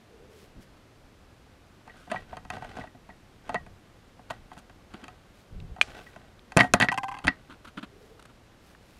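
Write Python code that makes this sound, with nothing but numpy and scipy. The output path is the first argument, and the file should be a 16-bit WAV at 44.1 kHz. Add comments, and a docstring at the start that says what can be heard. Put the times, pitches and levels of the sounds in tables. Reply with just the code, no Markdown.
"""Quiet woodland air, a faint hollow hum and a few scuffs come first: a hiker scrambles up a rock ledge.
A small camera's hard plastic case knocks, pings and rubs in the hand, each blow ringing its damped modes.
A plastic bottle buckles with one snap as the hand takes weight; then the case is set down on the rock,
clatters and rocks to rest. Shoes and clothes sound by friction, and air rumbles on the microphone."""
import sys
import numpy as np
from scipy import signal
from scipy.fft import rfft, irfft, next_fast_len
from scipy.io import wavfile

SR = 44100
rng = np.random.default_rng(int(sys.argv[2]) if len(sys.argv) > 2 else 0)


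def generate_wav(signal):
    """Clip the signal to [-1, 1] and save it as 16-bit WAV at the path in sys.argv[1]."""
    frames = np.transpose(np.atleast_2d(signal))
    scaled = np.clip(frames, -1, 1) * 32767
    pcm = np.round(scaled).astype(np.int16)
    wavfile.write(sys.argv[1], SR, pcm)


N = 396747
AGE = np.arange(SR // 4) / SR   # seconds since a blow

# Modes of the plastic case. Each row: frequency in Hz, level in dB, t60 (time to fall 60 dB) in seconds.
CASE_MODES = [(128, -2, 0.053), (189, -2.5, 0.081), (260, -5, 0.098), (571, -11.5, .025), (644, 0, 0.037),
              (717.3, -1, .095), (864, -3, .06), (1026, -3, .06), (1230, -2.5, 0.067), (1520, 0, 0.05),
              (1885, -9.5, .13), (1937.4, 0, 0.076), (2510, 2, 0.018), (2683, -1.5, 0.031),
              (3140, -3, 0.024), (3820, -16.5, 0.028), (4553, -10, .03), (6260, -1.5, .015),
              (6970, 0, 0.017), (8630, -1, 0.013), (9700, -8.5, 0.024)]


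def case_knocks(hard_crack_db=7):
    """Impact excitation: soft blows mostly ring the case's modes; harder ones carry more noisy crack."""
    # Registers thump, hollow, wall, ping, clack and tick. Each row: low and high edge in Hz.
    registers = [(70, 330), (480, 1000), (1000, 1750), (1750, 2200), (2200, 4600), (5600, 11000)]
    # Noise per register. Each row: crack level in dB, its t60 in seconds, tail level in dB, its t60.
    roughness = [(-6, .03, -18, 0.33), (-6.5, 0.024, -17, 0.17), (-1, 0.03, -16.5, 0.22),
                 (-5, 0.026, -31, 0.26), (-8.5, 0.024, -22.5, 0.17), (-6, 0.006, -14, .07)]
    out = np.zeros(N)
    times, levels = blows_on_case()
    hardness = np.clip((levels.max(axis=1) + 32) / 16, 0, 1)
    grip = rng.uniform(-.01, .05, len(times))
    for k, (low, high) in enumerate(registers):
        crack_db, crack_t60, tail_db, tail_t60 = roughness[k]
        modes = [mode for mode in CASE_MODES if low <= mode[0] < high]
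        blows = np.zeros(N)
        noises = band(rng.standard_normal((len(times), len(AGE) * 2)), low, high)[:, len(AGE):]
        for s, db, hard, squeeze, noise in zip(times, levels[:, k], hardness, grip, noises):
            stretch = 1 + squeeze * (1 - hard) * (k < 3)   # the grip shifts the low modes a little
            tone = unit_attack(ring(modes, spread_db=3, stretch=stretch))
            crack = from_db(crack_db + hard_crack_db * hard) * unit_attack(noise * fade(crack_t60))
            tail = from_db(tail_db) * unit_rms(noise) * fade(tail_t60)
            add(blows, s, from_db(db) * (unit_attack(tone + crack) + tail))
        out += band(blows, low * .75, high * 1.2)
    return out


def blows_on_case(stone_from_db=-18.5, stone_slope=0.41):
    """Contact stiffness shapes a blow's spectrum. Returns the times and the dB in each register."""
    # Knocks on the wall. Each row: start in seconds, level in dB, extra thump in dB, brightness in dB.
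    knocks = [(1.876, -46.5, -5, -3), (2.075, -47, -5, -13), (2.115, -31, -6, 2.5),
              (2.118, -31.5, -20, -0.5), (2.143, -30.5, -8, -22), (2.329, -35.5, -13, -23),
              (2.369, -40.5, -7, 4.5), (2.45, -49, -2, 4), (2.502, -36, -8.5, 13.5), (2.567, -40, -5, -4),
              (2.622, -37, -7.5, -13), (2.646, -41, -7, 0), (2.768, -39.5, -3, -2), (2.785, -37.5, 0, -14),
              (2.838, -40, -20, -14), (2.948, -52, 3.5, -20), (3.09, -47, -3, -8), (3.493, -31, -8.5, -2),
              (3.5, -36.5, -13, -11), (3.526, -44, -2, -11), (3.544, -26.5, -16, -1),
              (3.664, -51, 0.5, 4.5), (4.192, -49.5, -2, -13), (4.306, -32.5, -9, 2), (4.516, -43, -10, -9),
              (4.568, -50.5, 4, 0), (4.697, -54, -3, 5), (4.939, -49, 5.5, 10), (5.041, -52.5, -3, 21),
              (5.081, -47, -7, 13), (5.763, -44.5, -14, -8), (5.784, -45, -1.5, -12.5),
              (6.161, -45, -5, 0.5), (6.52, -45, -13, 12.5), (6.566, -24.5, 12.5, 0),
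              (6.571, -18, -20.5, 12), (6.58, -18, -27.5, -4.5), (6.601, -24.5, -11, 6.5),
              (6.616, -28, 0.5, 2), (6.631, -31.5, 0.5, -0.5), (6.642, -27, -9, -6.5),
              (6.7368, -15.5, -1.5, 11.5), (6.8008, -26, -0.5, 13.5), (6.82, -27.5, 0.5, 12),
              (6.835, -31.5, -1, 6), (6.844, -31.5, -2, 4), (6.942, -43, -3, 16), (7.187, -51, -13, 20),
              (7.247, -39, 8.5, 9), (7.27, -34.5, 1.5, 19.5), (7.2767, -36, 9, 6)]
    # Blows on a stiff part. Each row: start in seconds, level in dB, brightness in dB.
    pings = [(1.897, -45.5, -9), (2.16, -30, -11.5), (2.81, -34, -22), (2.87, -46.5, -15), (3.1, -44, -14),
             (3.554, -26, -10.5), (6.065, -46.5, -8), (6.591, -18, -1), (6.601, -14.5, -10),
             (6.607, -12, -2.5), (6.811, -24, 10), (6.825, -20.5, 7.5), (6.886, -22, 2), (7.28, -19, 6)]
    # Weights per register. Each row: knock gain in dB, ping gain in dB, share of brightness from 0 to 1.
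    voicing = [(-1, -11, 0.07), (-0.5, -14.5, 0.02), (-5.5, -9.5, 0.4), (-13.5, 0, 0.4), (-12.5, -10, 0.8),
               (-22, -32.5, 0.79)]
    knock_db, ping_db, share = np.transpose(voicing)
    lowest, *_, highest = np.eye(len(voicing))
    levels = []
    for _, db, thump, bright in knocks:
        stone_db = stone_slope * max(db + bright - stone_from_db, 0)   # hard blows meet bare stone
        levels.append(db + knock_db + thump * lowest + bright * share + stone_db * highest)
    levels += [db + ping_db + bright * share for _, db, bright in pings]
    return [row[0] for row in knocks + pings], np.array(levels)


def case_rocking(pitch_rise=0.031, grit_db=-20, dulling_db=-7, corner_lag_s=0.0069):
    """Each landing dissipates energy: the taps come faster, weaker and duller, and rise a little."""
    # Landings from edge to edge. Each row: start in seconds, level in dB.
    landings = [(6.917, -15), (6.976, -13), (7.033, -18.5), (7.083, -23.5), (7.115, -25), (7.142, -26.5),
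                (7.167, -30), (7.194, -38), (7.218, -41.5)]
    # Modes of the case standing on stone. Each row: frequency in Hz, level in dB, t60 in seconds.
    modes = [(118, -26.5, 0.078), (255, -22.5, 0.039), (779, -10.5, 0.14), (934, -8, 0.043),
             (1020, -7.5, 0.05), (1200, -11.5, 0.015), (1547, -19.5, 0.1), (2020, -13.5, 0.024),
             (2425, -17.5, 0.024), (2580, -9, 0.0093), (3190, -23, 0.027), (4420, -29, 0.019)]
    out = np.zeros(N)
    for (s, db), settled in zip(landings, np.linspace(0, 1, len(landings))):
        for lag in (0, corner_lag_s):   # one corner lands, then the other
            grit = from_db(grit_db + dulling_db * settled) * band(burst(0.03), 620, 8900)
            stretch = 1 + pitch_rise * settled + rng.uniform(-.025, .025)
            tone = ring(modes, spread_db=2.5, stretch=stretch)
            add(out, s + lag, from_db(db) * (tone + grit))
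    return out


def bottle_snap(level_db=-4.0, crack_db=-19, tail_db=-41):
    """Buckling: the thin wall snaps once and ticks back twice; the rock reflects a short tail."""
    # Each row: start in seconds, relative level in dB.
    snaps = [(5.8129, 1), (5.8237, -27), (5.827, -23.5)]
    # Modes of the dented bottle. Each row: frequency in Hz, level in dB, t60 in seconds.
    modes = [(625, -13, 0.0084), (1250, -13.5, 0.013), (1590, -8, 0.0095), (2417, -1, 0.019),
             (3000, -5.5, .011), (3320, -9.5, 0.013), (4290, -14.5, 0.01115), (6500, -27.5, .012)]
    out = np.zeros(N)
    for s, db in snaps:
        crack = from_db(crack_db) * band(burst(0.035), 500, 9900)
        tail = from_db(tail_db) * band(burst(0.35), 900, 7000)
        add(out, s, from_db(db + level_db) * (ring(modes) + crack + tail))
    return band(out, 449, 10760)   # so small a body radiates no bass


def rock_scrapes(hiss_db=-22):
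    """Sliding friction of shoe and hand on rock: more weight gives more thud and less fine hiss."""
    # Each row: start and length in seconds, grit level in dB, weight as dB of thud above the grit.
    scrapes = [(0.562, .07, -68.5, 17.5), (0.767, 0.022, -60, -9), (1.955, 0.19, -59, -12),
               (2.098, 0.089, -44, -2), (4.301, 0.024, -40, -9), (4.53, 0.015, -54, -12),
               (4.576, 0.032, -50.5, -14), (4.938, 0.024, -45.5, 4), (5.028, 0.035, -54, 6),
               (6.604, 0.087, -42.5, -11), (6.834, 0.04, -39, -6), (7.24, 0.028, -40.5, -6),
               (7.496, 0.066, -49, -1.5), (7.646, 0.022, -46, -6.5), (7.67, 0.036, -48, -6),
               (7.771, 0.033, -38.5, 1.5), (7.807, 0.023, -56, 5), (7.828, 0.027, -40, 1),
               (8.194, 0.012, -49.5, -11), (8.225, 0.0061, -51, -15.5), (8.253, 0.0096, -48.5, -13),
               (8.29, 0.032, -56.5, -3)]
    # Each row: frequency in Hz, spectral level in dB.
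    grit_spectrum = [(260, -54), (450, -18.5), (647, -7), (832, -20), (943, -3.5), (1070, -7.5), (1240, -2),
                     (1520, 1.5), (1810, -14.5), (3100, -10.5), (4630, -21.5), (5450, -44), (9000, -40),
                     (11700, -60.5), (19800, -120)]
    out = np.zeros(N)
    grit = coloured(grains(per_s=4900, spread_db=4.5), grit_spectrum)
    thud = unit_rms(band(rng.standard_normal(N), 187, 314))
    hiss = unit_rms(band(grains(per_s=6000, spread_db=4.5), 3700, 10000))
    for s, length, grit_db, weight_db in scrapes:
        push = from_db(grit_db) * stroke(length, skew=0.44)
        part = slice(int(s * SR), int(s * SR) + len(push))
        layers = [(0, grit), (weight_db, thud), (hiss_db - weight_db, hiss)]
        add(out, s, push * sum(from_db(db) * unit_rms(x[part]) for db, x in layers))
    return out


def twig_ticks(level_db=-3, t60=0.013):
    """Heavy damping: each dry twig or grain of stone gives one brief, narrow-band click."""
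    # Each row: start in seconds, relative peak in dB, pitch in Hz.
    ticks = [(5.2644, -56, 1700), (5.601, -38, 2900), (6.133, -45, 2650), (6.2163, -45, 1710),
             (6.3935, -41, 3000), (8.749, -41.5, 1520)]
    out = np.zeros(N)
    for s, db, hz in ticks:
        click = band(burst(t60), hz * .75, hz * 1.3)
        add(out, s, from_db(db + level_db) * click / np.abs(click).max())
    return out


def grip_sliding(resting_db=-73.5):
    """Friction grows with sliding: a gain that is low for a still hand and swells as the grip shifts."""
    # Each row: start and length in seconds, level in dB.
    shifts = [(1.85, .18, -61.5), (2.12, 0.14, -50.5), (2.28, 0.14, -54.5), (2.52, 0.071, -44),
              (2.58, 0.26, -51.5), (2.75, 0.14, -49.5), (3.44, .2, -55), (4.29, 0.1, -55), (4.5, 0.15, -65),
              (4.9, 0.29, -58.5), (5.81, 0.073, -50.5), (5.87, 0.067, -48.5), (5.93, 0.12, -49),
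              (6.03, 0.33, -62.5), (7.29, 0.29, -72)]
    return from_db(resting_db) + swells(shifts, skew=0.58)


def grip_rub(sliding, case_db=-7, grit_db=-7):
    """Stick-slip friction: the soft grip moves in lumps over grit and rings the case's lower modes."""
    # Each row: frequency in Hz, spectral level in dB.
    spectrum = [(88, -41.5), (150, -14), (216, -6), (337, -11), (441, -5), (556, -11), (728, -4.5),
                (1030, -20), (1510, -8.5), (1730, -19.5), (1980, -19), (3150, -20.5), (5300, -38),
                (8750, -36.5), (15000, -53.5)]
    lumps = from_db(2.4 * unit_rms(band(rng.standard_normal(N), 15, 120)))
    slips = lumps * grains(per_s=3000, spread_db=3.5)
    ringing = unit_rms(band(signal.fftconvolve(slips, ring(CASE_MODES))[:N], 470, 1700))
    grit = unit_rms(band(lumps * grains(per_s=1500, spread_db=2.0), 750, 3600))
    return sliding * (coloured(slips, spectrum) + from_db(case_db) * ringing + from_db(grit_db) * grit)


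def clothes_swish():
    """Friction of cloth: thousands of tiny slips a second merge into a hiss."""
    # Each row: start and length in seconds, level in dB.
    swishes = [(.28, .24, -61.5), (.6, 0.056, -60), (5.33, 0.12, -65), (5.86, 0.32, -63), (7.93, .25, -68),
               (8.6, 0.18, -64), (8.76, 0.47, -65.5)]
    # Each row: frequency in Hz, spectral level in dB.
    spectrum = [(1200, 1), (2500, -1.5), (5000, -4.5), (8000, -10), (11500, -10.5), (15000, -15)]
    return swells(swishes, skew=0.93) * coloured(grains(per_s=11000, spread_db=6.0), spectrum)


def microphone_rumble(sliding, shake_db=-5.5):
    """Buffeting: air, jolts and the sliding grip shake the microphone at low frequencies."""
    # Each row: start and length in seconds, level in dB.
    buffets = [(.55, 0.08, -46.5), (2.1, 0.89, -55), (3.47, 0.37, -51), (4.28, 0.27, -56), (5.5, 0.2, -39),
               (5.68, 0.083, -40.5), (6.56, .3, -50), (7.24, 0.065, -35.5)]
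    # Each row: frequency in Hz, spectral level in dB.
    spectrum = [(12, -34.5), (20, -2.5), (107, -6.5), (195, -15), (282, -31.5), (435, -25.5), (650, -41),
                (700, -30), (910, -64.5), (1540, -120)]
    shaking = from_db(shake_db) * sliding + swells(buffets, skew=0.82)
    return shaking * coloured(rng.standard_normal(N), spectrum)


def woods(air_db=-55.5):
    """Ambient noise: broadband forest air, in which a narrow band swells twice as a hollow hum."""
    # Each row: frequency in Hz, spectral level in dB.
    spectrum = [(12, -31.5), (20, -1.5), (113, -3.5), (154, -8.5), (187, -7), (310, -9.5), (377, -11.5),
                (422, -13.5), (527, -13), (849, -17), (923, -18.5), (1150, -18.5), (3840, -27),
                (13900, -42), (16000, -56)]
    # Each row: start and length in seconds, level in dB.
    hums = [(.03, 0.52, -56), (7.89, 0.34, -56)]
    air = from_db(air_db) * coloured(rng.standard_normal(N), spectrum)
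    return air + swells(hums, skew=0.88) * unit_rms(band(rng.standard_normal(N), 380, 480))


def ring(modes, spread_db=0, stretch=1):
    """Modal superposition: damped sines, each with a strength that depends on the spot struck."""
    return sum((-1) ** k * from_db(db + spread_db * rng.uniform(-2.2, 1))
               * fade(t60) * np.sin(2 * np.pi * hz * stretch * AGE)
               for k, (hz, db, t60) in enumerate(modes))


def burst(t60):
    """Decaying noise: rough contact and modes too dense to tell apart."""
    return rng.standard_normal(len(AGE)) * fade(t60)


def fade(t60):
    """Exponential decay after a blow."""
    return np.exp(-np.log(1000) * AGE / max(t60, 1e-3))


def grains(per_s, spread_db):
    """Friction as shot noise: tiny slips at random moments, a few much larger than the rest."""
    sizes = from_db(spread_db * np.minimum(rng.exponential(1, N), 4)) * rng.choice([-1, 1], N)
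    return sizes * (rng.random(N) < per_s / SR)


def stroke(length, skew):
    """One swell and release; the smaller the skew, the earlier its top."""
    return np.sin(np.pi * np.linspace(0, 1, max(int(length * SR), 8)) ** skew)


def swells(rows, skew):
    """A gain envelope with one stroke per row."""
    out = np.zeros(N)
    for s, length, db in rows:
        add(out, s, from_db(db) * stroke(length, skew))
    return out


def coloured(x, spectrum):
    """Filter an excitation to a spectrum that rolls off past its ends; unit power."""
    size = next_fast_len(N)
    hz = np.maximum(np.arange(size // 2 + 1) * SR / size, 1)
    points_hz, db = np.transpose(spectrum)
    skirts = 1 / np.sqrt((1 + (points_hz[0] / hz) ** 6) * (1 + (hz / points_hz[-1]) ** 12))
    gain = from_db(np.interp(np.log(hz), np.log(points_hz), db))
    return unit_rms(irfft(rfft(x, size) * skirts * gain, size)[:N])


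def band(x, low_hz, high_hz):
    """Causal band-pass."""
    edges = [low_hz, min(high_hz, SR / 2 - 100)]
    return signal.sosfilt(signal.butter(2, edges, "band", fs=SR, output="sos"), x)


def from_db(db):
    """Decibels to gain."""
    return 10 ** (np.asarray(db) / 20)


def unit_rms(x):
    """Scale to unit power."""
    return x / np.sqrt(np.mean(x ** 2) + 1e-20)


def unit_attack(x):
    """Scale a blow to unit power over its first 8 ms."""
    return x / np.sqrt(np.mean(x[:SR // 125] ** 2) + 1e-20)


def add(out, s, sound):
    """Mix a sound in at s seconds."""
    start = int(s * SR)
    out[start:start + len(sound)] += sound[:N - start]


def scene():
    """Superposition in open air: every source is close and dry."""
    plastic = case_knocks() + case_rocking() + bottle_snap()
    # A blow on plastic is never sharp enough to reach the top of the treble.
    plastic = signal.sosfilt(signal.butter(3, 12000, fs=SR, output="sos"), plastic)
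    ground = rock_scrapes() + twig_ticks()
    sliding = grip_sliding()
    handling = grip_rub(sliding) + clothes_swish() + microphone_rumble(sliding)
    return (plastic + ground + handling + woods())[None]


def record(dry):
    """Clipping flattens the loudest peaks, and a steep low-pass cuts the top of the treble."""
    low_pass = signal.ellip(10, .1, 80, 15700, fs=SR, output="sos")
    return signal.sosfilt(low_pass, np.clip(dry, -.96, .96))


dry = scene()
out = record(dry)
generate_wav(out)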